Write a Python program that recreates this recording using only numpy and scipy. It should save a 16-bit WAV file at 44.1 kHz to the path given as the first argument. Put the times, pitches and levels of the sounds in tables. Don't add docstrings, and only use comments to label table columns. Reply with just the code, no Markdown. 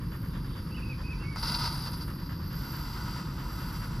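import sys
import numpy as np
from scipy import signal
from scipy.fft import rfft, irfft
from scipy.io import wavfile
from scipy.ndimage import map_coordinates

SR = 44100
rng = np.random.default_rng(int(sys.argv[2]) if len(sys.argv) > 2 else 0)


def store_pcm(level_fs):
    pcm = np.round(np.clip(level_fs, -1, 1) * 32767).astype(np.int16)
    wavfile.write(sys.argv[1], SR, np.atleast_2d(pcm).T)


N = 176400


def jet(colour, flutter_db, flutter_hz, spit_db, spits_per_s):
    clumps = (rng.random(N) < spits_per_s / SR) * np.minimum(rng.exponential(1, N), 3)
    spit_decay = np.exp(-np.arange(400) / (SR * 0.0005))
    spits = signal.oaconvolve(clumps, spit_decay)[:N]
    flow = amp(flutter_db * wander(flutter_hz)) * (1 + amp(spit_db) * spits)
    warped_time = np.cumsum(1 + 0.002025 * wander(rate_hz=3.94))
    hiss = stereo_noise(colour, boxed=True, envelope=flow)
    return np.array([map_coordinates(side, [warped_time], order=5, mode="mirror") for side in hiss])


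def seep():
    # t/s, level/dB
    flow = [(0, -57.5), (.6, -54.5), (.8, -53.5), (1.3, -52), (2.0, -52), (2.1, -61), (2.2, -55),
            (2.45, -54.5), (2.65, -48), (3.17, -47), (3.32, -58), (3.55, -52), (3.75, -50), (4, -59)]
    # f/Hz, level/dB
    colour = [(600, -35), (900, -8.5), (1450, -12.5), (2400, -14.5), (4200, -8), (4750, 0), (5200, -4),
              (5650, -14), (6000, -14.5), (8300, -34), (10200, -23), (11200, -22), (16000, -45)]
    return level(flow) * jet(colour, flutter_db=1.1, flutter_hz=60, spit_db=-28, spits_per_s=92)


def burst():
    # t/s, level/dB
    flow = [(1.359, -75), (1.363, -44), (1.385, -40), (1.426, -43), (1.431, -33.5), (1.50, -34),
            (1.553, -33.5), (1.566, -39), (1.615, -33), (1.664, -31), (1.70, -38.5), (1.80, -42.5),
            (1.874, -38.5), (1.918, -50), (1.936, -39.5), (1.98, -55), (2.022, -42), (2.06, -55)]
    # f/Hz, level/dB
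    colour = [(250, -20), (650, -14), (1200, -12), (1800, -20), (3000, -18), (4200, -8), (4750, -2),
              (5150, -5), (5650, -14.5), (6600, -26), (7700, -34), (9200, -23.5), (10200, -47),
              (11500, -23), (15500, -35)]
    return level(flow) * jet(colour, flutter_db=1.1, flutter_hz=90, spit_db=-4.5, spits_per_s=220)


def rush():
    # t/s, level/dB
    flow = [(2.48, -76), (2.56, -51), (2.66, -46.5), (2.85, -46), (3.0, -44), (3.2, -43), (3.29, -49.5),
            (3.45, -46), (3.72, -44.5), (3.9, -47), (4, -46.5)]
    # f/Hz, level/dB
    colour = [(300, -12), (700, -6.5), (1200, -5.5), (1900, -14), (2400, -13), (4000, -10.5), (5000, -14),
              (5900, -10), (6700, -23.5), (7650, -13), (8700, -27), (9750, -14.5), (10800, -30),
              (13000, -20), (15500, -22)]
    gas = jet(colour, flutter_db=0.85, flutter_hz=50, spit_db=-11, spits_per_s=90.5)
    return amp(-2) * level(flow) * gas


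def fizz():
    # t/s, level/dB
    flow = [(0, -62.5), (.22, -56), (.35, -61.5), (.85, -64), (1.32, -70), (1.45, -60), (1.95, -55),
            (2.22, -57.5), (2.45, -56.5), (2.56, -50.5), (2.79, -49.5), (2.88, -55), (3.3, -60),
            (3.68, -51), (4, -63.5)]
    # f/Hz, level/dB
    colour = [(7000, -29), (9200, -25.5), (10100, -16), (10900, -14), (11600, 4.5), (12250, 4.5),
              (13100, -8), (15500, -22)]
    return amp(-1) * level(flow) * jet(colour, flutter_db=1.5, flutter_hz=80, spit_db=1, spits_per_s=130)


def sizzle():
    # t/s, level/dB
    flow = [(0, -66.5), (.85, -64), (1.0, -68), (1.35, -63.5), (1.41, -49.5), (1.55, -48.5), (1.8, -52),
            (2.1, -59.5), (2.3, -76), (3.48, -76), (3.56, -63), (3.86, -61.5), (3.93, -69)]
    # f/Hz, level/dB
    colour = [(6000, -21), (8200, -18), (9300, -8.5), (10100, -1.5), (10700, -1.5), (12000, -8),
              (15500, -18)]
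    return level(flow) * jet(colour, flutter_db=1.6, flutter_hz=70, spit_db=-17, spits_per_s=140)


def nozzle_spits():
    # t/s, level/dB
    hits = [(1.435, -36), (1.483, -33.5), (1.5, -32), (1.548, -27.5)]
    # f/Hz, level/dB
    colour = [(900, -32), (3500, -6.5), (4800, 6.5), (7000, -34)]
    half_length_s = 0.0058
    return swells([(s, half_length_s, db) for s, db in hits]) * stereo_noise(colour, boxed=True)


def valve_pops():
    # t/s, level/dB
    hits = [(1.3605, -34), (1.43, -36)]
    # f/Hz, level/dB
    colour = [(200, -6), (700, 5), (1300, 3), (2200, -29), (5000, -34)]
    t, decay_s = np.arange(N) / SR, 0.0088
    envelope = sum(amp(db) * (t > s) * np.exp(-abs(t - s) / decay_s) for s, db in hits)
    return envelope * stereo_noise(colour, boxed=True)


def chuffs():
    # t/s, level/dB
    ride = [(0.1, -48.5), (.6, -49), (.85, -51.5), (2.1, -48), (3, -49), (4, -47)]
    # f/Hz, level/dB
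    colour = [(300, -46), (500, 7.5), (700, -6.5), (1100, 8), (1550, 5.5), (1780, 6.5), (2400, -6.5),
              (2900, -3.5), (3600, -8), (5000, -27), (6900, -18.5), (9000, -34)]
    first_s, period_s, return_s = -0.102, 0.2175, 0.109
    rise_s, hold_s, decay_s = 0.0043, 0.04, 0.018

    def stroke(delay_s):
        age = (np.arange(N) / SR - first_s - delay_s) % period_s
        return np.minimum(age / rise_s, 1) * np.exp(-np.maximum(age - hold_s, 0) / decay_s)

    pulses = stroke(0) + amp(-5) * stroke(return_s)
    return level(ride) * pulses * stereo_noise(colour, boxed=False)


def bird():
    # start t/s, length/s, top f/Hz, closing fall/Hz, level/dB
    notes = [(0.71, 0.035, 2750, 80, -55), (0.741, 0.027, 2930, 100, -52), (.765, 0.04, 2665, 420, -48),
             (0.819, 0.029, 2660, 30, -50.5), (0.853, 0.033, 2610, 60, -52), (0.891, 0.045, 2635, 420, -46),
             (1.032, 0.075, 2605, 101, -50.5), (1.081, 0.062, 2587, 305, -46),
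             (1.188, 0.078, 2760, 450, -53), (1.233, 0.15, 2296, 295, -49.5)]
    t, song = np.arange(N) / SR, np.zeros(N)
    scoop_hz, fade_db, flutter_db = 128, -3.5, 2
    waver, rasp = 0.0093 * wander(rate_hz=67), 0.027 * wander(rate_hz=330)
    shortest = min(note[1] for note in notes)
    for start, length, top_hz, fall_hz, db in notes:
        progress = np.clip((t - start) / length, 0, 1)
        arch_hz = top_hz - scoop_hz * (1 - progress) ** 2 - fall_hz * progress ** 4
        hz = arch_hz * (1 + waver + rasp * shortest / length)
        gate = np.sqrt(np.minimum(2 * abs(np.sin(np.pi * progress)), 1))
        envelope = amp(db + fade_db * (progress - 0.5)) * gate
        song += envelope * np.sin(2 * np.pi * np.cumsum(hz) / SR)
    song *= amp(flutter_db * wander(rate_hz=76))
    return garden_echoes(song, t60_s=0.23, wet_db=-2.5) * amp([[-1], [1]])


def garden_echoes(x, t60_s, wet_db):
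    t, echoes_per_s = np.arange(SR // 2) / SR, 2000
    taps = rng.standard_normal((2, len(t))) * (rng.random((2, len(t))) < echoes_per_s / SR)
    taps *= amp(-60 * t / t60_s)
    tail = signal.fftconvolve(x[None], taps / np.linalg.norm(taps[0]), axes=1)[:, :N]
    return x + amp(wet_db) * tail


def rustles():
    # t/s, half length/s, level/dB
    peaks = [(0.354, 0.058, -61), (0.548, 0.077, -59.5)]
    # f/Hz, level/dB
    colour = [(2200, -27), (3000, -2.5), (3750, 3), (4400, -34)]
    return swells(peaks) * stereo_noise(colour, boxed=False)


def outdoors():
    # f/Hz, level/dB
    wind_colour = [(15, -22), (28, -6), (41, 1.5), (55, 1), (80, -3.5), (125, 0.5), (170, -1.5), (205, -8),
                   (295, -13.5), (330, -13.5), (410, -25.5), (520, -27), (650, -38.5), (1200, -73)]
    # f/Hz, level/dB
    yard_colour = [(300, 3.5), (700, -9.5), (980, 5), (1400, 0.5), (1900, -7.5), (2600, -11.5), (3600, -18),
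                   (6000, -30), (10000, -39), (16000, -31)]
    rumble = stereo_noise(wind_colour, boxed=False, envelope=amp(0.26 * wander(rate_hz=2.2)))
    wash = stereo_noise(yard_colour, boxed=False, envelope=amp(1.24 * wander(rate_hz=40)))
    return amp(-35) * rumble + amp(-53) * wash


def cardboard_box(hz):
    # f/Hz, width/Hz, lift/dB
    modes = [(958, 190, 14), (1271, 91, 9), (1465, 243, 15), (2023, 170, 10.5), (2700, 100, 9),
             (4750, 220, 7.5), (5610, 120, 4.5), (10040, 280, 5.5)]
    t60_s, echo_db = 0.027, -22
    resonance_db = sum(lift / (1 + (2 * (hz - f) / width) ** 2) for f, width, lift in modes)
    wall_echoes = rng.standard_normal(N) * amp(-60 * np.arange(N) / SR / t60_s)
    ripple = 4 * hz / (hz + 3000) * unit(abs(rfft(wall_echoes)))
    return amp(resonance_db) * (1 + amp(echo_db) * ripple)


def stereo_noise(colour, boxed, envelope=1):
    # f/Hz, coherence/0..1
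    box_coherence = [(300, 0.93), (1400, 0.91), (2500, 0.78), (4700, 0.94), (5800, 0.91), (11800, 1),
                     (12600, 0.71), (16000, 0.41)]
    # f/Hz, coherence/0..1
    yard_coherence = [(100, 1), (350, 0.85), (800, 0.75), (1500, 0.73), (2400, 0.3), (6000, 0.79)]
    # f/Hz, left over right/dB
    box_pan = [(300, 3), (1200, 0), (2600, 1), (5000, 1.2), (7500, 0), (10800, 0.5), (12200, -8),
               (14000, -7), (16000, 10)]
    # f/Hz, left over right/dB
    yard_pan = [(1100, -2), (1700, 0), (2600, -5), (6000, -3)]
    # f/Hz, left lead/rad
    phase_lead = [(30, 2.5), (400, 0.14), (1500, 0.17), (2200, 0.65), (4700, .5), (6500, -0.7),
                  (11300, 0.93), (12200, -0.2), (13300, 11), (16000, 8.5)]
    hz, mono_below_hz = np.fft.rfftfreq(N, 1 / SR), 403
    left, independent = rfft(envelope * rng.standard_normal((2, N)))
    gain = amp(over_hz(colour, hz))
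    if boxed:
        gain *= cardboard_box(hz)
    coherence, pan = (box_coherence, box_pan) if boxed else (yard_coherence, yard_pan)
    width = 1 / (1 + (mono_below_hz / (hz + 1)) ** 4)
    shared = np.minimum(1 - width * (1 - over_hz(coherence, hz)), 0.9997)
    lean = amp(width * over_hz(pan, hz) / 2)
    right = shared * left + np.sqrt(1 - shared ** 2) * independent
    right *= np.exp(-1j * width * over_hz(phase_lead, hz))
    return unit(irfft(np.array([left * lean, right / lean]) * gain, N))


def swells(peaks):
    t = np.arange(N) / SR
    return sum(amp(db) * np.exp(-((t - s) / half) ** 2) for s, half, db in peaks)


def wander(rate_hz):
    hz = np.fft.rfftfreq(N, 1 / SR)
    drift = rfft(rng.standard_normal(N)) * hz / (hz + 2) / (1 + (hz / rate_hz) ** 2)
    return unit(irfft(drift, N))


def level(points):
    return amp(np.interp(np.arange(N) / SR, *np.transpose(points)))


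def over_hz(points, hz):
    f, value = np.transpose(points)
    return np.interp(np.log(hz + 1), np.log(f + 1), value)


def amp(db):
    return 10 ** (np.asarray(db) / 20)


def unit(x):
    return x / np.sqrt(np.mean(x ** 2) + 1e-20)


def scene():
    extinguisher = seep() + burst() + rush() + fizz() + sizzle() + nozzle_spits() + valve_pops()
    return extinguisher + chuffs() + bird() + rustles() + outdoors()


def record(dry):
    cutoff_hz = 15680
    taps = signal.firwin(511, cutoff_hz, window=("kaiser", 9), fs=SR)
    return signal.oaconvolve(dry, taps[None], "same")


dry = scene()
out = record(dry)
store_pcm(out)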